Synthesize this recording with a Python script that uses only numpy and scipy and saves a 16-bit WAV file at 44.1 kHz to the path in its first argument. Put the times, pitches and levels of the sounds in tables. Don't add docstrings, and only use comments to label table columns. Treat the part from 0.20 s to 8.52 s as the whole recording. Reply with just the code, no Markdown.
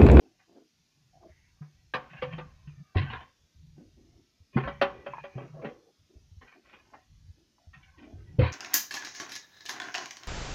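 import sys
import numpy as np
from scipy import signal
from scipy.fft import rfft, irfft, next_fast_len
from scipy.io import wavfile
from scipy.ndimage import uniform_filter1d, map_coordinates

SR = 44100
rng = np.random.default_rng(int(sys.argv[2]) if len(sys.argv) > 2 else 0)


def put_to_file(sound):
    columns = np.atleast_2d(sound).T
    safe = np.clip(columns, -1, 1)
    whole_steps = np.round(safe * 32767)
    wavfile.write(sys.argv[1], SR, whole_steps.astype(np.int16))


N = 366988
TIME_S = np.arange(N) / SR
AGE_S = TIME_S[:SR * 3 // 4]

# centre_hz, width_hz, lift_db
WALL_RESONANCES = [(530, 18, 4), (755, 33, 11), (1080, 110, 7), (1521, 55, 7), (1940, 41, 3.5),
                   (2455, 67, 5), (3134, 98, 6.5)]
# strength_db, edge_hz, rise_s
CONTACT_HARDNESS = [(-49, 2900, 0.013), (-30, 3750, .011), (-29, 4800, 0.011), (-12, 6500, .004)]


def from_db(db):
    return 10 ** (np.asarray(db) / 20)


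def unit_rms(x):
    return x / np.sqrt(np.mean(x ** 2) + 1e-20)


def at_hz(points, hz):
    points_hz, values = np.transpose(points)
    return np.interp(np.log(hz), np.log(points_hz), values)


def add(out, start_s, sound):
    start = max(round(start_s * SR), 0)
    out[start:start + len(sound)] += sound[:max(N - start, 0)]


def colour(x, spectrum, tilt_db_per_oct=0, peaks=()):
    size = next_fast_len(len(x))
    hz = np.maximum(np.arange(size // 2 + 1) * SR / size, 1)
    level_db = at_hz(spectrum, hz) + tilt_db_per_oct * np.log2(np.clip(hz, 400, 3000))
    for centre_hz, width_hz, lift_db in peaks:
        level_db += lift_db / (1 + (2 * (hz - centre_hz) / width_hz) ** 2)
    low_cut = np.minimum(hz / spectrum[0][0], 1) ** 2
    return unit_rms(irfft(rfft(x, size) * from_db(level_db) * low_cut, size)[:len(x)])


def swell(rise_s, hold_s, t60_s, age_s=AGE_S):
    attack = np.sin(np.pi / 2 * np.minimum(age_s / rise_s, 1)) ** 2
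    return attack * from_db(-60 * np.maximum(age_s - hold_s, 0) / t60_s)


def spells(rows, rise_s, t60_s):
    power = np.zeros(N)
    for start_s, length_s, level_db in rows:
        add(power, start_s, (from_db(level_db) * swell(rise_s, length_s, t60_s, TIME_S[:2 * SR])) ** 2)
    return np.sqrt(power)


def tone(hz):
    return np.sin(2 * np.pi * hz * AGE_S)


def noise(samples=len(AGE_S)):
    return rng.standard_normal(samples)


def impacts(samples, rate_per_s, spread_db):
    sizes = from_db(spread_db * np.minimum(rng.exponential(1, samples), 4))
    return (rng.random(samples) < rate_per_s / SR) * sizes * noise(samples)


def lowpass(x, edge_hz, order=2):
    return signal.sosfilt(signal.butter(order, edge_hz, fs=SR, output="sos"), x)


def mottled(x, depth_db, patch_s=0.1):
    frames = signal.stft(x, nperseg=1024)[2]
    band, frame = np.indices(frames.shape)
    patch_position = [band / 1.5, frame * 512 / SR / patch_s]
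    patches = rng.standard_normal((len(band), int(patch_position[1].max()) + 2))
    flicker = unit_rms(map_coordinates(patches, patch_position, order=1))
    gain = from_db(depth_db * np.clip(flicker, -2, 2))
    return unit_rms(signal.istft(frames * gain)[1][:len(x)])


def evened(x, window_s=0.18):
    return x / np.sqrt(uniform_filter1d(x ** 2, int(window_s * SR)) + 1e-3)


def softened(x, strength_db, leak_db=-22):
    strengths_db, edges_hz, _ = np.transpose(CONTACT_HARDNESS)
    edge_hz = np.interp(strength_db, strengths_db, edges_hz)
    return lowpass(x, edge_hz, order=4) + from_db(leak_db) * x


def hiss(level_db=-72):
    # freq_hz, density_db
    spectrum = [(40, 7.5), (150, 10.5), (280, 8), (450, -3), (1200, -6), (2400, -2), (4000, -1), (5200, 1),
                (6500, -1), (7800, -16.5), (13500, -17), (15000, -21)]
    return from_db(level_db) * mottled(colour(noise(N), spectrum), depth_db=3, patch_s=0.12)


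def grain():
    # freq_hz, density_db
    spectrum = [(200, -7), (400, -8), (650, -7.5), (850, -6), (1100, -2), (1350, -5), (1800, 0),
                (2600, -1.5), (3300, -10), (4300, -13), (5400, -28), (8000, -55), (14000, -49.5)]
    # start_s, length_s, level_db
    trickles = [(0.0, 0.034, -71), (1.02, 0.58, -79), (2.06, 0.056, -55.5), (2.25, 0.56, -72.5),
                (2.8, 0.18, -51.5), (4.32, 0.21, -55), (4.7, 0.15, -62.5), (4.88, 0.35, -56.5),
                (5.25, 0.27, -69), (6.42, 0.34, -70), (7.56, 0.86, -71.5)]
    # start_s, strength_db, tilt_db_per_oct
    surges = [(0.187, -52.5, -2.5), (1.412, -49.5, -8.5), (1.892, -45, 6.5), (1.926, -40.5, -1.5),
              (1.958, -38, 1), (2.011, -36.5, 1), (2.119, -33, -2.5), (2.467, -47, 6.5), (2.745, -29, -5),
              (2.765, -21, 0), (2.809, -32, 0), (2.893, -30.5, 1), (2.922, -29.5, -1.5), (3.0, -39, -1),
              (4.364, -21, -9), (4.43, -26.5, -7), (5.212, -37.5, -9), (5.413, -35, -9),
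              (5.444, -36.5, -0.5), (6.208, -43.5, -2.5), (6.265, -43.5, -0.5), (6.314, -47, -2),
              (6.447, -49.5, 3), (6.485, -45.5, 3), (6.523, -42, -1), (6.732, -44.5, -5), (7.529, -42, 5.5),
              (7.622, -48, 13), (7.772, -47.5, 6), (7.818, -46.5, 3.5), (8.187, -26, -1), (8.21, -27, 1.5),
              (8.228, -24, -2), (8.259, -25.5, -0.5), (8.285, -35.5, -12)]
    trickle = colour(impacts(N, rate_per_s=1300, spread_db=0.5), spectrum, peaks=WALL_RESONANCES)
    trickle = mottled(softened(trickle, strength_db=-45.5), depth_db=10.5)
    out = spells(trickles, rise_s=0.036, t60_s=0.37) * trickle
    strengths_db, _, rises_s = np.transpose(CONTACT_HARDNESS)
    for start_s, strength_db, tilt_db_per_oct in surges:
        kernels = impacts(len(AGE_S), rate_per_s=5000, spread_db=1)
        patter = mottled(colour(kernels, spectrum, tilt_db_per_oct, WALL_RESONANCES), depth_db=6)
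        rise_s = np.interp(strength_db, strengths_db, rises_s)
        rush = swell(rise_s, hold_s=rise_s + 0.0087, t60_s=0.2)
        settle = from_db(-15) * swell(rise_s, hold_s=0.02, t60_s=0.38)
        surge = from_db(strength_db - 10.5) * patter * np.hypot(rush, settle)
        add(out, start_s, softened(surge, strength_db))
    return out


def scuffs(hollow_lift_db=15):
    # start_s, length_s, level_db, hollow_hz
    strokes = [(0.0, 0.011, -53, 440), (0.036, 0.041, -57, 300), (0.27, 0.11, -61, 323),
               (0.342, 0.056, -55, 403), (0.918, .06, -64, 710), (0.998, 0.06, -54.5, 690),
               (1.019, 0.042, -56, 360), (3.556, 0.084, -53.5, 385), (3.755, 0.065, -60.5, 357),
               (3.836, 0.17, -64, 325), (4.32, 0.049, -58.5, 400), (4.679, 0.16, -54, 484),
               (5.137, .09, -47.5, 430), (5.33, 0.15, -49, 400), (5.416, 0.065, -40.5, 464),
               (5.499, 0.066, -57, 466), (5.583, 0.11, -65, 410), (5.886, 0.069, -62, 396),
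               (6.33, .05, -61, 388), (6.417, .27, -71, 383), (6.712, 0.033, -57, 815),
               (7.16, .035, -63.5, 405), (7.377, 0.084, -72.5, 738), (7.768, .16, -53, 340),
               (7.94, 0.42, -64.5, 397)]
    # freq_hz, density_db
    spectrum = [(120, -20), (220, 0), (340, 0), (480, -6), (600, -3), (760, -3.5), (1000, -18.5),
                (1600, -22.5), (4000, -59)]
    out = np.zeros(N)
    for start_s, length_s, level_db, hollow_hz in strokes:
        hollow = (hollow_hz, 0.51 * hollow_hz, hollow_lift_db)
        grit = colour(impacts(len(AGE_S), rate_per_s=1200, spread_db=-2), spectrum, peaks=[hollow])
        grit = evened(mottled(grit, depth_db=6.5), window_s=0.14)
        add(out, start_s, from_db(level_db) * grit * swell(0.032, length_s, t60_s=0.21))
    return out


def drone_and_rumble(cavity_hz=145.4, width_hz=35):
    # start_s, length_s, level_db
    jostles = [(0.74, 0.27, -69), (1.9, 0.056, -52.5), (2.05, .21, -48), (2.56, 0.066, -49.5),
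               (3.41, 0.19, -57), (4.33, 0.031, -53), (4.51, 0.16, -53.5), (4.86, 0.18, -57),
               (5.19, 0.3, -50.5), (7.54, 0.042, -56.5), (8.11, 0.094, -50)]
    # start_s, length_s, level_db
    rumbles = [(0.9, 0.48, -68), (1.52, 0.35, -65.5), (1.98, 0.58, -57), (2.85, 0.13, -49),
               (3.19, 0.033, -64.5), (3.34, 0.18, -57.5), (3.6, 0.4, -62.5), (4.5, 0.31, -57.5),
               (4.87, 0.7, -70), (5.78, 0.055, -65.5), (5.96, 0.27, -62), (6.44, 0.8, -72.5),
               (6.89, .22, -56.5), (7.48, .44, -63), (7.93, 0.18, -49.5)]
    # freq_hz, density_db
    spectrum = [(20, -15), (45, -1), (80, 0.5), (110, -3.5), (160, -21.5), (300, -40), (1000, -80)]
    edges_hz = cavity_hz * np.exp(np.array([-0.5, 0.5]) * width_hz / cavity_hz)
    cavity = signal.butter(2, edges_hz, "band", fs=SR, output="sos")
    drone = evened(unit_rms(signal.sosfilt(cavity, noise(N))))
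    rumble = evened(colour(noise(N), spectrum))
    rumble_gain = spells(rumbles, rise_s=0.016, t60_s=0.25)
    jostle_gain = spells(jostles, rise_s=0.024, t60_s=0.095)
    return rumble_gain * rumble + np.hypot(jostle_gain, from_db(-9) * rumble_gain) * drone


def creaks(roughness=0.39, detune=0.047):
    # start_s, strength_db
    slips = [(1.032, -52), (4.934, -26.5), (4.938, -34.5), (4.953, -37), (4.969, -39.5), (4.981, -29),
             (4.984, -35), (6.735, -37.5), (6.75, -46.5), (7.382, -54.5)]
    # pitch_hz, gain_db, t60_s
    modes = [(891, -2.5, 0.079), (1034, 2.5, 0.038), (2060, -15, 0.032)]
    out = np.zeros(N)
    for start_s, strength_db in slips:
        ring = sum(from_db(gain_db) * tone(hz * rng.normal(1, detune)) * swell(0.0027, 0.0021, t60_s)
                   for hz, gain_db, t60_s in modes)
        friction = unit_rms(lowpass(noise(), edge_hz=450))
        add(out, start_s, from_db(strength_db - 7.5) * ring * (1 + roughness * friction))
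    return out


def scrape(start_s=1.06, level_db=-70, start_hz=1900, rise_hz_per_s=1000):
    out = np.zeros(N)
    friction = unit_rms(lowpass(noise(), edge_hz=220))
    glide = np.sin(2 * np.pi * np.cumsum(start_hz + rise_hz_per_s * AGE_S) / SR)
    add(out, start_s, from_db(level_db) * friction * glide * swell(0.044, hold_s=0.22, t60_s=0.2))
    return out


def bumps(mean_hz=77.5):
    # start_s, level_db
    contacts = [(1.098, -50.5), (4.202, -51.5), (5.956, -48), (6.115, -48.5), (6.167, -45), (7.086, -42),
                (7.47, -45.5), (7.684, -61), (7.933, -40)]
    out = np.zeros(N)
    for start_s, level_db in contacts:
        bump = tone(mean_hz * rng.normal(1, 0.1)) * swell(0.0047, 0.021, t60_s=0.071)
        add(out, start_s, from_db(level_db) * bump)
    return out


def thuds(base_hz=226, slap_db_per_db=1.67):
    # start_s, bounce_db, bounce_hz, base_db
    landings = [(1.407, -34, 149, -55), (1.74, -40.5, 136, -38), (2.028, -36.5, 141, -60),
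                (2.129, -31.5, 156.3, -43.5), (2.471, -35.5, 147, -72), (2.755, -14.5, 92.8, -39),
                (2.801, -24.5, 127, -53), (2.831, -26, 135.8, -42), (2.899, -36.5, 123, -43.5),
                (4.355, -18, 132.5, -16), (4.423, -36.5, 141, -38), (4.45, -33.5, 63.4, -44),
                (5.152, -30, 130, -42), (5.352, -38.5, 147, -60), (5.443, -42, 154.3, -33),
                (8.184, -10.5, 118.8, -33), (8.211, -14.5, 84.5, -46)]
    # freq_hz, density_db
    spectrum = [(50, -12.5), (100, -2), (220, -3.5), (330, -2), (500, -9), (900, -23.5), (2000, -64.5),
                (5000, -88)]
    out = np.zeros(N)
    for start_s, bounce_db, bounce_hz, base_db in landings:
        bounce = from_db(bounce_db) * tone(bounce_hz) * swell(0.0096, 0.0047, t60_s=0.23)
        slap_db = slap_db_per_db * bounce_db - 7
        slap = from_db(slap_db) * colour(noise(), spectrum) * swell(0.0071, 0.0076, t60_s=0.2)
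        base = from_db(base_db) * tone(base_hz) * swell(0.0094, 0.0073, t60_s=0.085)
        add(out, start_s, bounce + slap + base)
    return out


def wall_clack(tilt_db_per_oct, echo_db=-11.5):
    # freq_hz, density_db
    spectrum = [(100, -9.5), (220, -5), (400, -8.5), (650, -6), (1150, 0.5), (1900, -4), (2900, -4),
                (4000, -12.5), (5200, -19), (6500, -31), (8000, -46), (12000, -32.5), (15000, -36)]
    # freq_hz, t60_s
    decay = [(100, 0.29), (260, 0.059), (700, 0.13), (1840, 0.15), (4850, 0.082), (12000, 0.11)]
    flexing = mottled(colour(noise(), spectrum, tilt_db_per_oct), depth_db=4.5, patch_s=0.2)
    bins = rfft(flexing)
    hz = np.maximum(np.arange(len(bins)) * SR / len(AGE_S), 1)
    clack = 0
    for centre_hz in 125 * 2 ** np.arange(8):
        octave = irfft(bins * np.maximum(1 - abs(np.log2(hz / centre_hz)), 0), len(AGE_S))
        clack += octave * swell(0.0019, 0.014, t60_s=at_hz(decay, centre_hz))
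    echo = colour(noise(), spectrum, tilt_db_per_oct=-4.5, peaks=WALL_RESONANCES)
    return clack + from_db(echo_db) * echo * swell(0.02, 0, t60_s=0.48)


def knocks(bottom_below_hz=650, detune=0.006):
    # start_s, strength_db, boom_db, tilt_db_per_oct
    blows = [(1.737, -18, -34, -1), (2.021, -26, -29, -2), (2.181, -29.5, -43.5, -3.5),
             (4.473, -26, -35, -5), (4.613, -14, -19.5, -1), (4.861, -31, -36, -1), (5.037, -35, -39, 2),
             (5.177, -35.5, -42, -7.5), (5.444, -33, -40, -2.5), (8.19, -35, -23, 19)]
    # pitch_hz, gain_db, t60_s
    first_bucket = [(255, -17.5, 0.25), (503, 1.5, 0.21), (549, -12, 0.3), (761, -9.5, .26),
                    (930, -12.5, 0.22), (1187, -4.5, 0.19), (1208, -4.5, 0.093), (1320, -29.5, .11),
                    (1593, -22.5, 0.45), (1910, -13.5, 0.17), (2590, -9, 0.074)]
    second_bucket = [(223, -16, 0.17), (299, -18.5, .17), (387, -11.5, 0.25), (565.8, 1.5, .2),
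                     (679, 4, 0.065), (762, -7.5, 0.24), (806, -4, 0.21), (992, -10, .22), (1148, -6, 0.22),
                     (1310, -19, 0.08), (1523, -6, 0.12), (1590, -13, 0.15), (1983, -11.5, 0.2),
                     (2802, -20.5, .17), (3130, -6, 0.11)]
    out = np.zeros(N)
    for start_s, strength_db, boom_db, tilt_db_per_oct in blows:
        modes = second_bucket if 4 < start_s < 7 else first_bucket
        wall_db, bottom_db = strength_db - 12.5, boom_db - 0.5
        crack_db = 2 * strength_db - 29
        crack = from_db(crack_db) * noise() * swell(0.001, 0.003, t60_s=0.03)
        body = from_db(wall_db) * wall_clack(tilt_db_per_oct)
        for hz, gain_db, t60_s in modes:
            level_db = gain_db + (bottom_db if hz < bottom_below_hz else wall_db)
            ring = rng.choice([-1, 1]) * tone(hz * rng.normal(1, detune))
            body += from_db(level_db) * ring * swell(0.0061, 0.0037, t60_s)
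        add(out, start_s, crack + softened(body, strength_db, leak_db=-13.5))
    return out


def scene():
    mix = hiss() + knocks() + thuds() + bumps() + grain()
    mix += creaks() + scrape() + scuffs() + drone_and_rumble()
    return mix[None]


def record(dry):
    cutoff_hz = 14900
    return signal.sosfilt(signal.ellip(10, 0.1, 70, cutoff_hz, fs=SR, output="sos"), dry)


dry = scene()
out = record(dry)
put_to_file(out)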